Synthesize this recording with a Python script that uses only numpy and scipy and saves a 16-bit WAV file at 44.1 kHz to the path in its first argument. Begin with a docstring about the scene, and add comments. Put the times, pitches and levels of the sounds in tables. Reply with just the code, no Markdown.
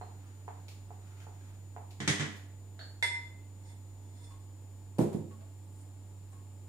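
"""Spoon, glass bowl and mixer jug.

A spoon scrapes thick paste from a glass bowl into a kitchen mixer's steel jug and knocks on the rim.
It drops back into the bowl with a clink; the bowl is set down on a cloth-covered table.
Blows ring each object's modes and a small tiled kitchen; rubbing is stick-slip noise.
An appliance hums and the idle mixer's electronics whine throughout."""
import sys
import numpy as np
from scipy import signal
from scipy.fft import rfft, irfft
from scipy.io import wavfile
from scipy.ndimage import uniform_filter1d

SR = 44100
rng = np.random.default_rng(int(sys.argv[2]) if len(sys.argv) > 2 else 0)


def store_wav(level_fs):
    """Save 16-bit WAV to argv[1]."""
    pcm = np.round(np.clip(np.atleast_2d(level_fs), -1, 1) * 32767)
    wavfile.write(sys.argv[1], SR, pcm.T.astype(np.int16))


N = 294984
TIME_S = np.arange(N) / SR
RING_S = TIME_S[:2 ** 15]
RING_TAPER = np.minimum(1, 2 - 2 * RING_S / RING_S[-1])

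# appliance partials: freq_hz, level_db
HUM_PARTIALS = [(96.5, -48), (289.5, -70.5), (868, -76)]
# slow drift of the whine: time_s, pitch_hz
WHINE_DRIFT = [(0.3, 6989), (0.918, 7007), (1.244, 6970), (1.9, 7009),
               (3.4, 7021), (4.1, 6997), (5.35, 7137), (6.69, 7124)]
# background noise spectra: freq_hz, gain_db
RUMBLE_SPECTRUM = [(20, -41), (35, 9.5), (55, -10.5), (90, -2), (140, 1), (220, -4), (310, -2),
                   (500, -10.5), (900, -12), (1400, -21.5), (3000, -24), (6000, -27), (12000, -36.5)]
HISS_SPECTRUM = [(3000, -14), (5500, -19.5), (7200, 1.5), (8600, 5), (10500, -3.5), (15000, -3)]

# spoon taps in the filled bowl: start_s, level_db
PASTE_TAPS = [(.013, -48.5), (0.48, -47), (.906, -55), (1.268, -56), (1.764, -49.5)]
# nudged dishes: start_s, level_db, pitch_hz
DISH_NUDGES = [(.013, -66, 4174), (4.309, -62, 1086), (5.31, -61.5, 1107), (5.41, -62.5, 653),
               (6.33, -64, 1084)]
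# blows: start_s, level_db, brightness_hz
PASTE_SMACKS = [(.683, -56, 8200), (.712, -64, 7000), (1.908, -61, 9500), (2.365, -62, 14220)]
RIM_TOUCHES = [(2.792, -49.5, 8000), (2.812, -53.5, 6140)]
GLASS_CLINKS = [(3.026, -27, 15900)]
TABLE_THUDS = [(4.984, -40.5, 1500), (4.991, -24, 940), (4.999, -28, 407), (5.024, -33.5, 255),
               (5.137, -43, 690), (5.147, -32, 166), (5.212, -52, 200)]
CLOTH_SCUFFS = [(4.984, -49.5, 16000), (5.010, -52.5, 12000), (5.129, -58, 14000)]
# spoon on the jug: start_s, level_db, brightness_hz, ring_over_crack_db
JUG_KNOCKS = [(2.003, -38, 6500, -0.5), (2.077, -26.5, 14500, -4.5), (2.197, -37, 6900, -6),
              (2.206, -34.5, 3870, -0.5)]
# rubbing strokes: middle_s, peak_db, length_s
PASTE_SCRAPES = [(.2, -68.5, 1.8), (1.08, -69.5, 0.05), (1.235, -61.5, 0.23), (1.48, -64.5, 0.19)]
GLASS_SLIDES = [(3.71, -59.5, 0.17), (4.25, -60, 0.27)]
SLEEVE_BRUSHES = [(5.795, -64, .18), (6.34, -69, 0.11)]

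# ringing modes: freq_hz, gain_db, t60_s
SPOON_RING = [(736, 27, 0.044), (837, 16.5, 0.06), (925, -25, 0.12)]
JUG_RING = [(149, 6.5, 0.097), (200.3, -1.5, 0.39), (296, 0, 0.22), (394, -8, 0.12), (1425, -18, 0.42),
            (1720, -5, 0.11), (1880, -9, 0.23), (1950, -6, .22), (2050, -21, 0.18), (2340, -25, 0.22),
            (3050, -9, 0.27), (3220, -27, 0.17), (3420, -13, 0.13), (3630, -23, 0.23)]
HANDLE_RING = [(670, -11, 0.104), (1470, -27, 0.074), (4390, 5, 0.11), (4340, 6, 0.16), (4470, 5.5, 0.18)]
GLASS_RING = [(947, -8.5, .36), (2063, 1, .46), (2074, -1, .08), (3483, -7, .34), (3510, -10, .16),
              (5233, -19, .34), (5311, -19, .25), (7332, -24, .2), (8540, -15, .16), (8845, -19, .12),
              (9400, -23, .1)]
TABLE_RING = [(134, -6, 0.54), (156.7, -6, 0.45), (219.8, 3.5, 0.61), (294.7, -4.5, 0.32), (339.4, 3, 0.27),
              (490, -7, 0.12), (720, -21, 0.37), (910, -10, 0.17)]
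# spectra of dense, quickly damped modes: freq_hz, gain_db
DRAG_SPECTRUM = [(500, -8), (1200, 5.5), (2400, 1), (4300, -3.5), (6500, -5), (14000, -13)]
SPOON_SPECTRUM = [(200, -29.5), (450, 4), (620, -13), (780, 6.5), (950, 6.5), (1200, -6.5), (1800, -9),
                  (3000, -18), (8000, -33)]
PASTE_SPECTRUM = [(500, 1), (1700, -3), (2400, 9), (3200, 5.5), (4300, 8.5), (6500, 4), (14000, 3)]
JUG_SPECTRUM = [(40, -33), (85, -7), (130, 1.5), (230, -1.5), (420, -7), (550, -4.5), (1300, -2.5),
                (1950, 4.5), (2700, -4), (3300, 1.5), (4400, -6), (6500, -1.5), (9000, -6), (11000, -19),
                (15000, -32)]
HANDLE_SPECTRUM = [(200, -27), (650, 1), (1000, -16), (1600, 3.5), (2500, -16), (4400, 3.5), (6000, -44),
                   (12000, -30)]
GLASS_SPECTRUM = [(150, -51), (400, 1.5), (750, -4), (1200, -11.5), (1750, 12), (2300, 4), (2900, -7.5),
                  (3500, 4), (4500, 3.5), (6000, -8), (8700, 5), (10500, -7.5), (15000, -35)]
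TABLE_SPECTRUM = [(45, -46), (85, -9), (135, 7), (255, -4), (350, 5), (550, -3), (900, -6), (1250, -18),
                  (2500, -22), (10000, -40)]
CLOTH_SPECTRUM = [(300, -6), (1000, 6.5), (3000, 2.5), (6000, 0.5), (9000, 5.5), (11000, 1), (15000, -3)]

# kitchen decay: freq_hz, t60_s
ROOM_DECAY = [(125, 0.22), (400, 0.5), (2000, 0.54), (6000, 0.48), (14000, 0.35)]
# kitchen echo colour: freq_hz, gain_db
ROOM_SPECTRUM = [(64, -1), (128, -5), (256, 4), (512, 0.5), (4000, -0.5)]
# microphone port colour: freq_hz, left_minus_right_db
PORT_BALANCE = [(40, 4), (97, -3), (180, -7), (350, -1.5), (1200, -2), (3000, -1), (4500, -1), (6500, 6.5),
                (8800, -3), (12000, -0.5)]


def amp(db):
    """Decibels to gain."""
    return 10 ** (np.asarray(db) / 20)


def bins_hz(n):
    """Bin frequencies of an n-point real FFT."""
    return np.arange(n // 2 + 1) * SR / n


def at_hz(hz, points):
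    """Interpolate (freq_hz, value) rows in log frequency."""
    freq_hz, value = np.transpose(points)
    return np.interp(np.log(hz + 1), np.log(freq_hz), value)


def unit(x):
    """Unit energy per channel."""
    return x / np.sqrt(np.sum(abs(x) ** 2, axis=-1, keepdims=True))


def level(x, rms_db):
    """Set rms per channel."""
    return unit(x) * np.sqrt(x.shape[-1]) * amp(rms_db)


def pan(left_minus_right_db):
    """Stereo gain pair."""
    return amp(np.array([[1], [-1]]) * left_minus_right_db / 2)


def decay(t60_s):
    """Exponential envelope."""
    return np.exp(-np.log(1000) * RING_S / t60_s)


def tint(x, spectrum):
    """Minimum-phase filter from the folded cepstrum."""
    n = x.shape[-1]
    cepstrum = irfft(np.log(amp(at_hz(bins_hz(n), spectrum))), n)
    cepstrum[1:n // 2] *= 2
    cepstrum[n // 2 + 1:] = 0
    return irfft(rfft(x) * np.exp(rfft(cepstrum)), n)


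def diffuse(n, split_hz=800):
    """White noise from all sides: channels alike in the bass, unrelated in the treble."""
    coherence = 1 / (1 + (bins_hz(n) / split_hz) ** 2)
    mid, side = rfft(rng.standard_normal((2, n)))
    return irfft(mid * np.sqrt(1 + coherence) + np.array([[1], [-1]]) * side * np.sqrt(1 - coherence), n)


def kitchen(wet_db, early_db=-4, early_t60_s=0.21, build_s=0.0005, left_lag_s=0.00016, shade_hz=3500):
    """Path from one spot to the microphone: direct sound, early bounces, octave-band tail."""
    field = rfft(diffuse(len(RING_S), split_hz=480))
    octave = np.log2(np.clip(bins_hz(len(RING_S)), 64, 16384))
    swell = 1 - np.exp(-RING_S / build_s)
    early = amp(early_db) * unit(decay(early_t60_s))
    echoes = 0
    for centre in range(6, 15):
        band_hz = 2. ** centre
        band = irfft(field * np.maximum(0, 1 - abs(octave - centre)))
        tail = unit(swell * decay(at_hz(band_hz, ROOM_DECAY)))
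        echoes += band * np.hypot(tail, early) * amp(at_hz(band_hz, ROOM_SPECTRUM))
    direct = np.sinc((RING_S - np.array([[left_lag_s], [0]])) * SR)
    pole = np.exp(-2 * np.pi * shade_hz / SR)  # vessel wall shades the direct treble
    return signal.lfilter([1 - pole], [1, -pole], direct) + amp(wet_db) * unit(echoes)


def body_response(modes, spectrum, wet_db, ring_db):
    """Impulse response in the room: a crack of dense modes plus the few that ring on."""
    path = kitchen(wet_db)
    crack = unit(tint(path, spectrum))
    if not modes:
        return crack
    room, ring = rfft(path), 0
    for hz, db, t60_s in modes:
        mode = np.cos(2 * np.pi * hz * RING_S) * decay(t60_s)
        ring += amp(db) * unit(room * rfft(mode))
    return unit(crack + amp(ring_db) * unit(irfft(ring)))


def strike(blows, modes, spectrum, wet_db, ring_db=0):
    """Each blow hits a new spot; softer contact pushes longer. 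Level: energy as rms over 50 ms."""
    out = np.zeros((2, N + len(RING_S)))
    push_s = RING_S[1:SR // 20]
    for start_s, db, brightness_hz in blows:
        push = push_s * np.exp(-2 * np.pi * brightness_hz * push_s)
        response = body_response(modes, spectrum, wet_db, ring_db)
        sound = unit(irfft(rfft(response) * rfft(push, len(RING_S)))) * RING_TAPER
        start = int(start_s * SR)
        out[:, start:start + len(RING_S)] += amp(db) * np.sqrt(SR / 20) * sound
    return out[:, :N]


def rebounds(blows, gap_s, loss_db, dulling, count=1):
    """Bounces after each blow, successively weaker and duller."""
    return [(start_s + k * gap_s, db - k * loss_db, hz * dulling ** k)
            for start_s, db, hz in blows for k in range(1, count + 1)]


def rub(strokes, response, grain_db=5, grain_samples=200, edge_drop_db=11.5):
    """Stick-slip: dense uneven pushes into a body, swelling and fading with each stroke."""
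    pushes = rng.standard_normal(N)
    roughness = np.repeat(rng.standard_normal(N // grain_samples + 1), grain_samples)[:N]
    grains = pushes * amp(grain_db * roughness)
    friction = signal.fftconvolve(grains[None], response * RING_TAPER, axes=-1)[:, :N]
    pressure = sum(amp(peak_db - edge_drop_db * abs(TIME_S - middle_s) / (length_s / 2))
                   for middle_s, peak_db, length_s in strokes)
    return level(friction, 0) * pressure


def room_tone(rumble_db=-60, hiss_db=-69):
    """House rumble under a smooth hiss."""
    rumble = level(tint(diffuse(N), RUMBLE_SPECTRUM), rumble_db)
    return rumble + level(tint(diffuse(N), HISS_SPECTRUM), hiss_db)


def appliance_hum():
    """Steady motor partials."""
    return sum(amp(db) * np.sqrt(2) * np.sin(2 * np.pi * (hz * TIME_S + rng.random()))
               for hz, db in HUM_PARTIALS)


def mixer_whine(left_db=-67.5, right_drop_db=14, flutter_hz=12, cycle_s=0.638, gap_s=0.018):
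    """Idle electronics: a thin, fluttering tone that breaks off once a cycle."""
    drift_hz = np.interp(TIME_S, *np.transpose(WHINE_DRIFT))
    flutter = level(uniform_filter1d(rng.standard_normal(N), size=400), 0)
    tone = np.sin(2 * np.pi * np.cumsum(drift_hz + flutter_hz * flutter) / SR)
    first_gap_s, restart_s = 0.25, 2.477
    cycles = (TIME_S - np.where(TIME_S < restart_s - gap_s, first_gap_s, restart_s)) / cycle_s
    sounding = abs(cycles - np.round(cycles)) * cycle_s > gap_s / 2
    gate = uniform_filter1d(1. * sounding, size=200)
    return level(tone, left_db) * gate * amp([[0], [-right_drop_db]])


def spoon_in_paste(firm_hz=3600, firm_db=-44, db_per_octave=8):
    """The spoon drags and taps, lighter taps duller; sticky paste smacks as it lets go."""
    drag = rub(PASTE_SCRAPES, tint(kitchen(wet_db=2.2), DRAG_SPECTRUM))
    blows = [(start_s, db, firm_hz * 2 ** ((db - firm_db) / db_per_octave))
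             for start_s, db in PASTE_TAPS]
    blows += rebounds(blows, gap_s=0.007, loss_db=4, dulling=0.98)
    taps = strike(blows, SPOON_RING, SPOON_SPECTRUM, wet_db=1, ring_db=2)
    smacks = strike(PASTE_SMACKS, [], PASTE_SPECTRUM, wet_db=6)
    return drag + pan(-1.5) * taps + smacks


def dishes(brightness_hz=4000, t60_s=0.2):
    """Nudged dishes ring faintly, one mode each."""
    return sum(strike([(start_s, db, brightness_hz)], [(hz, 0, t60_s)], CLOTH_SPECTRUM,
                      wet_db=8, ring_db=-1) for start_s, db, hz in DISH_NUDGES)


def steel_jug():
    """Knocks ring the steel wall and thump the housing below; each rebounds once."""
    out = 0
    for start_s, db, brightness_hz, ring_db in JUG_KNOCKS:
        blows = [(start_s, db, brightness_hz)]
        blows += rebounds(blows, gap_s=0.0165, loss_db=8, dulling=0.39)
        out += strike(blows, JUG_RING, JUG_SPECTRUM, wet_db=9.5, ring_db=ring_db)
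    return out


def spoon_handle():
    """The handle touches the rim and rings briefly."""
    return strike(RIM_TOUCHES, HANDLE_RING, HANDLE_SPECTRUM, wet_db=8.5, ring_db=1)


def glass_bowl(chatter_db=-10):
    """The spoon clinks in, chatters to rest, then slides as the bowl is carried."""
    clink = strike(GLASS_CLINKS, GLASS_RING, GLASS_SPECTRUM, wet_db=3, ring_db=13)
    bounces = rebounds(GLASS_CLINKS, gap_s=0.006, loss_db=4.5, dulling=0.52, count=2)
    chatter = amp(chatter_db) * strike(bounces, [], GLASS_SPECTRUM, wet_db=7)
    glass = body_response(GLASS_RING, GLASS_SPECTRUM, wet_db=3, ring_db=9.5)
    # light sliding contact favours the higher modes
    gritty = tint(glass, [(900, 3.5), (2100, -13), (3500, -4), (5300, 3), (8600, 4.5)])
    return pan(-1.7) * (clink + chatter + rub(GLASS_SLIDES, gritty))


def bowl_on_table():
    """The bowl thuds and rocks on the board; its foot scuffs the cloth."""
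    thuds = strike(TABLE_THUDS, TABLE_RING, TABLE_SPECTRUM, wet_db=4, ring_db=-7.5)
    return thuds + strike(CLOTH_SCUFFS, [], CLOTH_SPECTRUM, wet_db=23)


def sleeve():
    """Sleeve and fingers brush things on the table."""
    fabric = tint(kitchen(wet_db=3.5), [(1000, -23), (6000, -15), (9000, -3), (14000, -23)])
    return rub(SLEEVE_BRUSHES, fabric)


def scene():
    """Stereo sum of all sources."""
    background = room_tone() + appliance_hum() + mixer_whine()
    return (background + spoon_in_paste() + dishes() + steel_jug() + spoon_handle()
            + glass_bowl() + bowl_on_table() + sleeve())


def record(dry, cutoff_hz=15550):
    """Microphone port colour, then a steep low-pass."""
    balance_db = at_hz(bins_hz(N), PORT_BALANCE)
    coloured = irfft(rfft(dry) * amp(np.array([balance_db, -balance_db]) / 2), N)
    return signal.sosfilt(signal.ellip(10, 0.2, 70, cutoff_hz, fs=SR, output="sos"), coloured)


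dry = scene()
out = record(dry)
store_wav(out)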